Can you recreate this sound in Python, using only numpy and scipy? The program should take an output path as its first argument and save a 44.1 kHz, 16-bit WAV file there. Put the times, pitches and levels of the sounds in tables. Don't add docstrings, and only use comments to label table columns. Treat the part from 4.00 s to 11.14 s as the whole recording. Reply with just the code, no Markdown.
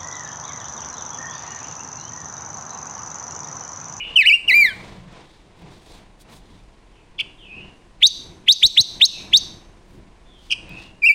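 import sys
import numpy as np
from scipy import signal
from scipy.fft import rfft, irfft, next_fast_len
from scipy.io import wavfile
from scipy.ndimage import uniform_filter1d, minimum_filter1d, map_coordinates

SR = 44100
rng = np.random.default_rng(int(sys.argv[2]) if len(sys.argv) > 2 else 0)


def dump_mix(stems):
    frames = np.atleast_2d(stems).T
    limited = np.clip(frames, -1, 1)
    pcm = np.round(limited * 32767).astype(np.int16)
    wavfile.write(sys.argv[1], SR, pcm)


N = 314874
TIME_S = np.arange(N) / SR

# (frequency [Hz], relative density [dB])
HISS_SPECTRUM = [(20, -2), (70, -19), (193, -19.5), (388, -15), (574, -24.5), (1000, -28.5), (1570, -30.5),
                 (4540, -39.5), (5530, -37.5), (9500, -39), (11500, -54.5), (16000, -61.5)]
LINGER_SPECTRUM = [(1900, -45), (2300, -9), (2700, -4.5), (2930, -1.5), (3150, -34.5), (4000, -70)]
WHIRR_SPECTRUM = [(40, -4), (90, 2.5), (130, 0), (190, 2), (260, -5), (340, 0), (480, -17), (800, -41.5),
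                  (4000, -88.5)]
SWISH_SPECTRUM = [(200, -28.5), (450, 2), (580, 0.5), (680, 2.5), (890, -0.5), (1020, 1.5), (1250, -7),
                  (2200, -6), (4000, -12), (9000, -26.5), (13000, -63)]
FEATHER_SPECTRUM = [(600, -14), (1500, -5.5), (2900, -5.5), (3500, 6), (4100, 2.5), (4850, -1.5),
                    (5500, -5), (9500, -12), (11500, -21.5), (16000, -25.5)]
RASP_SPECTRUM = [(600, -30.5), (1400, -18.5), (2400, 5), (3900, -0.5), (5000, -26.5), (8000, -26.5),
                 (14000, -36)]
SNAP_SPECTRUM = [(300, -11), (1500, -18), (4000, -4.5), (7000, -4.5), (9500, 7), (12000, -3), (15000, -13)]
# (delay [s], gain)
REFLECTIONS = [(.0021, 0.039), (.0037, -0.42), (.0058, 0.27), (.0086, -.06), (.0105, 0.13)]
# (frequency [Hz], T60 [s])
ROOM_DECAY = [(500, 0.55), (2500, 0.46), (4500, 0.43), (10000, 0.73)]
# (frequency [Hz], gain [dB])
ROOM_EQ = [(500, -5.5), (1800, -2.5), (2800, 1), (3700, -2), (4600, 3.5), (6200, 0), (8000, -1.5),
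           (11500, -5.5), (14000, -8)]
BEAK_EQ = [(3200, 20), (4000, 11.5), (4800, 2), (5700, -6.5), (6600, -10.5), (7500, -5.5), (9000, -4),
           (11500, -7), (13300, -8), (14150, -3), (15000, -7)]
# (start [s], length [s], first
# pitch [Hz], middle pitch [Hz], last pitch [Hz], level [dB])
FAR_SLURS = [(.01, .13, 2915, 2877, 2862, -27), (.02, 0.1, 3450, 3480, 3460, -40),
             (2.919, .12, 3454, 2500, 2400, -53.5), (3.376, .13, 3710, 2713, 2390, -38.5),
             (3.479, .09, 2467, 2560, 2683, -30), (3.54, 0.12, 2650, 2878, 2944, -37),
             (5.059, .17, 3030, 2600, 2170, -34.5), (6.251, .2, 3596, 3273, 2840, -48.5),
             (6.666, 0.18, 2470, 2650, 2965, -36.5)]
# (peak time [s], sigma [s], whirr [dB], swish [dB])
FLITS = [(.12, 0.066, -49.5, -45), (.56, 0.084, -45, -44.5), (.83, .13, -44, -44.5),
         (1.17, 0.064, -49.5, -46.5), (1.68, 0.085, -48.5, -50.5), (1.96, 0.076, -51.5, -51.5),
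         (2.32, 0.041, -49, -49), (2.54, .05, -51.5, -60), (3.25, 0.052, -51, -56),
         (3.63, 0.091, -45.5, -52.5), (4.29, 0.12, -45.5, -54), (5.2, 0.33, -45.5, -49.5),
         (5.48, .09, -46.5, -63.5), (5.99, 0.06, -45, -63), (6.72, 0.14, -46, -50)]
# (peak time [s], sigma [s], level [dB], tilt [dB/octave])
RUSTLES = [(0.848, 0.12, -54.5, -1), (1.297, 0.13, -59, -3), (1.597, 0.02, -69, 7), (1.742, .04, -57, 1),
           (1.919, 0.058, -52.5, 3), (2.214, .012, -53.5, 9), (2.344, .029, -52, 7.5),
           (2.519, 0.09, -61, -0.5), (5.932, 0.046, -65, 9), (6.463, 0.052, -57.5, 2.5),
           (6.73, 0.0092, -54, -7.5), (6.817, 0.051, -49.5, -2.5)]
# (time [s], level [dB])
CLAW_HITS = [(1.127, -55.5), (1.593, -56.5), (1.621, -54), (2.202, -51), (2.334, -49.5), (6.693, -42.5)]
THUDS = [(.759, -46.5), (.89, -46.5), (0.966, -42), (1.059, -43.5), (1.628, -43.5), (2.33, -49), (6.7, -43)]
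# (frequency [Hz], level [dB], T60 [s])
BAR_MODES = [(3380, -1, 0.1), (3820, 1, 0.033), (4760, -9, .25), (8550, -11, .04)]
PERCH_MODES = [(127.4, 5.5, 0.34), (165.5, 7, 0.18), (180, 6, 0.34), (320, -38, 0.058)]
# (order, level [dB])
OVERTONES = [(2, -28), (3, -30), (4, -35), (5, -39), (6, -34.5), (7, -39), (8, -40.5)]
# (start [s], length [s], vibrato [Hz], swing [Hz], level [dB], overtones [dB],
# tilt [dB/order], period doubling [dB])
TICKS = [(3.182, 0.035, 54, 640, -13, 3.5, -1.5, -22), (6.499, 0.039, 60, 461, -10.5, 9.5, -7.5, -25.5)]
# (time [s], pitch [Hz])
WHISTLE_TURNS = [
    [(.156, 3110), (.194, 2570), (.243, 1740), (.28, 2990), (.309, 2270), (.343, 2810), (.371, 2770)],
    [(.476, 2980), (.519, 1945), (.553, 2370), (.59, 2390), (.733, 1505)],
    [(7.019, 2490), (7.044, 2323), (7.057, 2450), (7.069, 2760), (7.08, 2710), (7.101, 2295), (7.134, 2390)],
]
# (effort [dB], pitch push [dB/kHz], attack [s], release [s], overtones [dB], tilt [dB/order])
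WHISTLE_VOICING = [(-9, 7, 0.01, 0.039, 2.5, -1.3), (-9, -1, 0.0088, 0.086, 5.5, 1),
                   (-7.5, 1, 0.035, 0.037, -0.5, 0.25)]
# (pitch [Hz], gain [dB])
WHISTLE_THROAT = [(1500, -17.5), (1750, -13), (2000, -5.5), (2350, -2), (2600, -4), (3000, -2.5)]
CHIRP_THROAT = [(1800, -22), (2600, -17), (3300, -4), (3750, 2), (4100, -1), (4600, -6.5), (5300, -7.5),
                (6000, -8), (6400, -9)]
# (start [s], flick delay [s], climb [Hz/s], crest [Hz], effort [dB], flick boost [dB],
# overtones [dB], thump [dB])
CHIRPS = [(4.022, .048, 14480, 548, 1, 0.5, 0.5, -35.5), (4.478, .046, 15960, 476, 0.5, 1.5, 2.5, -36.5),
          (4.624, .042, 20000, 148.1, 0, -2, 6, -25), (4.769, .042, 22700, 100.6, 0.5, 0, 3.5, -23.5),
          (5.010, .044, 17750, 204.4, 3, 3, 1.5, -38.5), (5.328, .045, 15500, 467.8, -3.5, 3.5, 3, -36.5)]

BAND_LIMIT_HZ = 15850
BEAMING_HZ = 6200
LINGER_DB, LINGER_T60_S = -26.5, 0.36
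IDLE_WHIRR_DB, IDLE_SWISH_DB, WINGBEAT_HZ = -56, -58, 23.3
FADE_DB, STRAIN_JITTER = 20, 4
TICK_HZ, TICK_DIP_DB, TICK_ATTACK_S, TICK_RELEASE_S = 2840, 8, 0.035, .012
CHIRP_LEAD_S, CHIRP_TAIL_S, CHIRP_ATTACK_S, CHIRP_RELEASE_S = 0.0036, .016, 0.0088, .02
PLATEAU_HZ, SCOOP_HZ, SCOOP_AT_S, SCOOP_S = 3351, 1615, 0.0042, 0.0028
CREST_LEAD_S, CREST_S = .0065, 0.0031
FLICK_TOP_HZ, FLICK_S, SNAP_DB, SNAP_S = 6445, .002, -25.5, .005


def amp(db):
    return 10 ** (np.asarray(db) / 20)


def unit_rms(x):
    return x / np.sqrt(np.mean(x ** 2) + 1e-20)


def along(points, hz):
    knots_hz, values = np.transpose(points)
    return np.interp(np.log(hz + 1), np.log(knots_hz + 1), values)


def wobble(rate_hz, size):
    knots = rng.standard_normal(size // 8 + 4)
    return map_coordinates(knots, [np.arange(size) * rate_hz / SR], mode="mirror")


def filtered(x, response):
    size = next_fast_len(N + SR // 4)
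    return irfft(rfft(x, size) * response(np.fft.rfftfreq(size, 1 / SR)), size)[:N]


def noise(spectrum):
    return unit_rms(filtered(rng.standard_normal(N), lambda hz: amp(along(spectrum, hz))))


def add(track, start_s, sound):
    start = int(np.clip(round(start_s * SR), 0, N - 1))
    track[start:start + len(sound)] += sound[:N - start]


def fade_db(t, attack_s, release_s):
    attack = np.clip(1 - t / attack_s, 0, 1)
    release = np.clip(1 - (t[-1] - t) / release_s, 0, 1)
    return -FADE_DB * (attack ** 2 + release ** 2)


def step(t, width_s):
    return .5 + .5 * np.tanh(t / width_s / 2)


def background():
    hiss = amp(-56 + 1.2 * wobble(5, N)) * noise(HISS_SPECTRUM)
    rumble_db = -52 + 2.8 * wobble(4.9, N)
    rumble = noise([(12, -22), (22, -4.5), (33, 8.5), (50, -1.5), (70, -14), (200, -38), (2000, -110)])
    return hiss + amp(rumble_db) * rumble


def lingering_ring():
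    return amp(LINGER_DB - 60 * TIME_S / LINGER_T60_S) * noise(LINGER_SPECTRUM)


def room(x):
    bins_hz, t, spectra = signal.stft(rng.standard_normal(SR), SR, nperseg=256)
    decay = amp(-60 * t / along(ROOM_DECAY, bins_hz)[:, None])
    tail = signal.istft(spectra * decay, SR, nperseg=256)[1]
    tail *= 1 - np.exp(-np.arange(len(tail)) / SR / .012)
    wet = signal.fftconvolve(x, tail / np.linalg.norm(tail))[:N]
    return filtered(wet, lambda hz: amp(along(ROOM_EQ, hz)))


def cage(x):
    def response(hz):
        echoes = sum(gain * np.exp(-2j * np.pi * hz * delay_s) for delay_s, gain in REFLECTIONS)
        return 1 + echoes / (1 + (hz / BEAMING_HZ) ** 4)
    return filtered(x, response)


def syrinx(glide_hz, level_db, jitter, rasp_db, overtone_db, tilt_db, doubling_db):
    t = np.arange(len(glide_hz)) / SR
    strain = uniform_filter1d(np.abs(np.gradient(glide_hz)) * SR / 150000, size=200) ** 2
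    pitch_hz = glide_hz * (1 + jitter * (1 + STRAIN_JITTER * strain) * wobble(700, len(t)))
    phase = 2 * np.pi * np.cumsum(pitch_hz) / SR
    tone = np.sin(phase) + amp(doubling_db) * (np.sin(3 * phase / 2) + 0.25 * np.sin(phase / 2))
    for order, db in OVERTONES:
        partial_hz = order * glide_hz
        build_up = 1 - np.exp(-t / (.004 * (order - 1)))
        flutter_db = 2.5 * wobble(90, len(t))
        gain = amp(db + overtone_db + tilt_db * (order - 3) + along(BEAK_EQ, partial_hz) + flutter_db)
        tone += build_up * gain * (partial_hz < BAND_LIMIT_HZ) * np.sin(order * phase)
    hiss = uniform_filter1d(rng.standard_normal(len(t)), size=3)
    noise_skirt = wobble(2600, len(t)) * np.sin(phase)
    tone += amp(rasp_db) * (np.tanh(strain) + 0.013) * (noise_skirt + amp(-15.5) * hiss)
    edges = np.clip(np.minimum(t, t[-1] - t) / .003, 0, 1)
    return np.sqrt(2) * amp(level_db) * edges * tone


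def far_bird():
    out = np.zeros(N)
    for start_s, length_s, *pitches_hz, db in FAR_SLURS:
        t = np.arange(0, length_s, 1 / SR)
        glide_hz = np.polyval(np.polyfit([0, .5, 1], pitches_hz, 2), t / length_s)
        level_db = db + fade_db(t, attack_s=0.021, release_s=0.094)
        add(out, start_s, syrinx(glide_hz, level_db, jitter=.028, rasp_db=-14.5,
                                 overtone_db=-9.5, tilt_db=-4.5, doubling_db=-60))
    return out


def wings():
    whirr, swish = amp(IDLE_WHIRR_DB), amp(IDLE_SWISH_DB)
    for peak_s, sigma_s, whirr_db, swish_db in FLITS:
        swell = np.exp(-.5 * ((TIME_S - peak_s) / sigma_s) ** 2)
        whirr = np.hypot(whirr, amp(whirr_db) * swell)
        swish = np.hypot(swish, amp(swish_db) * swell)
    beat = np.sin(2 * np.pi * np.cumsum(WINGBEAT_HZ + 3 * wobble(1.9, N)) / SR)
    air = whirr * noise(WHIRR_SPECTRUM) + swish * noise(SWISH_SPECTRUM)
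    feathers, hiss = np.zeros(N), noise(FEATHER_SPECTRUM)
    for peak_s, sigma_s, db, tilt_db in RUSTLES:
        rustle = unit_rms(filtered(hiss, lambda hz: amp(tilt_db * np.log2((hz + 300) / 4000))))
        feathers += amp(db) * np.exp(-.5 * ((TIME_S - peak_s) / sigma_s) ** 2) * rustle
    flutter_db = 1.1 * beat + 1.6 * wobble(190, N)
    return air * unit_rms(amp(1.2 * beat)) + feathers * unit_rms(amp(flutter_db))


def ring(modes, t):
    return sum(amp(db + rng.normal(0, 2.5) - 60 * t / t60_s) * np.sin(2 * np.pi * hz * t)
               for hz, db, t60_s in modes)


def feet():
    out, t = np.zeros(N), np.arange(SR // 2) / SR
    for start_s, db in CLAW_HITS:
        bars = ring(BAR_MODES, t)
        click = amp(-60 * t / .015) * uniform_filter1d(rng.standard_normal(len(t)), size=2)
        add(out, start_s, amp(db) * (.5 * bars + click))
    for start_s, db in THUDS:
        add(out, start_s, amp(db) * ring(PERCH_MODES, t) * (1 - np.exp(-t / 0.012)))
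    return out


def thumps():
    swell = sum(amp(db) * np.exp(-((TIME_S - start_s - .034) / .014) ** 2) for start_s, *_, db in CHIRPS)
    return swell * noise([(30, 8.5), (110, 7.5), (300, -2), (900, -14.5), (2000, -38.5), (8000, -81)])


def ticks():
    out = np.zeros(N)
    for start_s, length_s, vibrato_hz, swing_hz, db, overtone_db, tilt_db, doubling_db in TICKS:
        t = np.arange(0, length_s, 1 / SR)
        swing = np.sin(2 * np.pi * vibrato_hz * t)
        level_db = db - TICK_DIP_DB * swing ** 2 + fade_db(t, TICK_ATTACK_S, TICK_RELEASE_S)
        add(out, start_s, syrinx(TICK_HZ + swing_hz * swing, level_db, jitter=.0015, rasp_db=-30,
                                 overtone_db=overtone_db, tilt_db=tilt_db, doubling_db=doubling_db))
    return out


def whistles():
    out = np.zeros(N)
    for turns, voicing in zip(WHISTLE_TURNS, WHISTLE_VOICING):
        effort_db, push_db_per_khz, attack_s, release_s, overtone_db, tilt_db = voicing
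        turn_s, turn_hz = np.transpose(turns)
        t = np.arange(0, turn_s[-1] - turn_s[0], 1 / SR)
        index = np.arange(len(turns))
        progress, leg = np.modf(np.interp(turn_s[0] + t, turn_s, index))
        glide_hz = np.interp(leg + np.sin(np.pi * progress / 2) ** 2, index, turn_hz)
        push_db = push_db_per_khz * (glide_hz - glide_hz.mean()) / 1000
        level_db = effort_db + push_db + along(WHISTLE_THROAT, glide_hz) + fade_db(t, attack_s, release_s)
        add(out, turn_s[0], syrinx(glide_hz, level_db, jitter=.0018, rasp_db=-27.5,
                                   overtone_db=overtone_db, tilt_db=tilt_db, doubling_db=-64))
    return out


def chirps():
    out, rasps, snaps = np.zeros((3, N))
    for start_s, flick_s, climb_hz_per_s, crest_hz, db, flick_db, overtone_db, _ in CHIRPS:
        t = np.arange(-CHIRP_LEAD_S, flick_s + CHIRP_TAIL_S, 1 / SR)
        scoop_hz = SCOOP_HZ * step(SCOOP_AT_S - t, SCOOP_S)
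        bump_hz = crest_hz * np.exp(-((t - flick_s + CREST_LEAD_S) / CREST_S) ** 2)
        plateau_hz = PLATEAU_HZ + climb_hz_per_s * t - scoop_hz + bump_hz
        flick = step(t - flick_s, FLICK_S)
        glide_hz = plateau_hz + (FLICK_TOP_HZ - plateau_hz) * flick
        level_db = db + flick_db * flick + along(CHIRP_THROAT, glide_hz)
        level_db += fade_db(t - t[0], CHIRP_ATTACK_S, CHIRP_RELEASE_S)
        add(out, start_s + t[0], syrinx(glide_hz, level_db, jitter=.004, rasp_db=-21.5,
                                        overtone_db=overtone_db, tilt_db=-3.5, doubling_db=-44))
        rasps += amp(db - 34) * np.exp(-((TIME_S - start_s) / 0.0099) ** 2)
        snaps += amp(db + flick_db / 2 + SNAP_DB) * np.exp(-((TIME_S - start_s - flick_s) / SNAP_S) ** 2)
    return out + rasps * noise(RASP_SPECTRUM) + snaps * noise(SNAP_SPECTRUM)


def scene():
    song, calls, far = whistles() + ticks(), chirps(), far_bird()
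    movement = wings() + feet() + thumps()
    direct = cage(song + calls + amp(-13) * far)
    spread_eq = [(3000, -1), (4000, 0), (5500, -6), (8000, 5.5), (12000, -5)]
    spread = filtered(song, lambda hz: amp(along(spread_eq, hz)))
    wet = room(amp(-13) * spread + amp(-18) * calls + amp(-5) * far)
    return (direct + wet + lingering_ring() + movement + background())[None]


def record(dry):
    x = dry[0]
    ceiling, release_db_per_s = .8, 70
    excess_db = 20 * np.log10(np.maximum(1, np.abs(x) / ceiling))
    recovery_db = release_db_per_s * TIME_S
    duck_db = np.maximum.accumulate(excess_db + recovery_db) - recovery_db
    gain = uniform_filter1d(minimum_filter1d(amp(-duck_db), size=130), size=130)
    return filtered(x * gain, lambda hz: hz < BAND_LIMIT_HZ)[None]


dry = scene()
out = record(dry)
dump_mix(out)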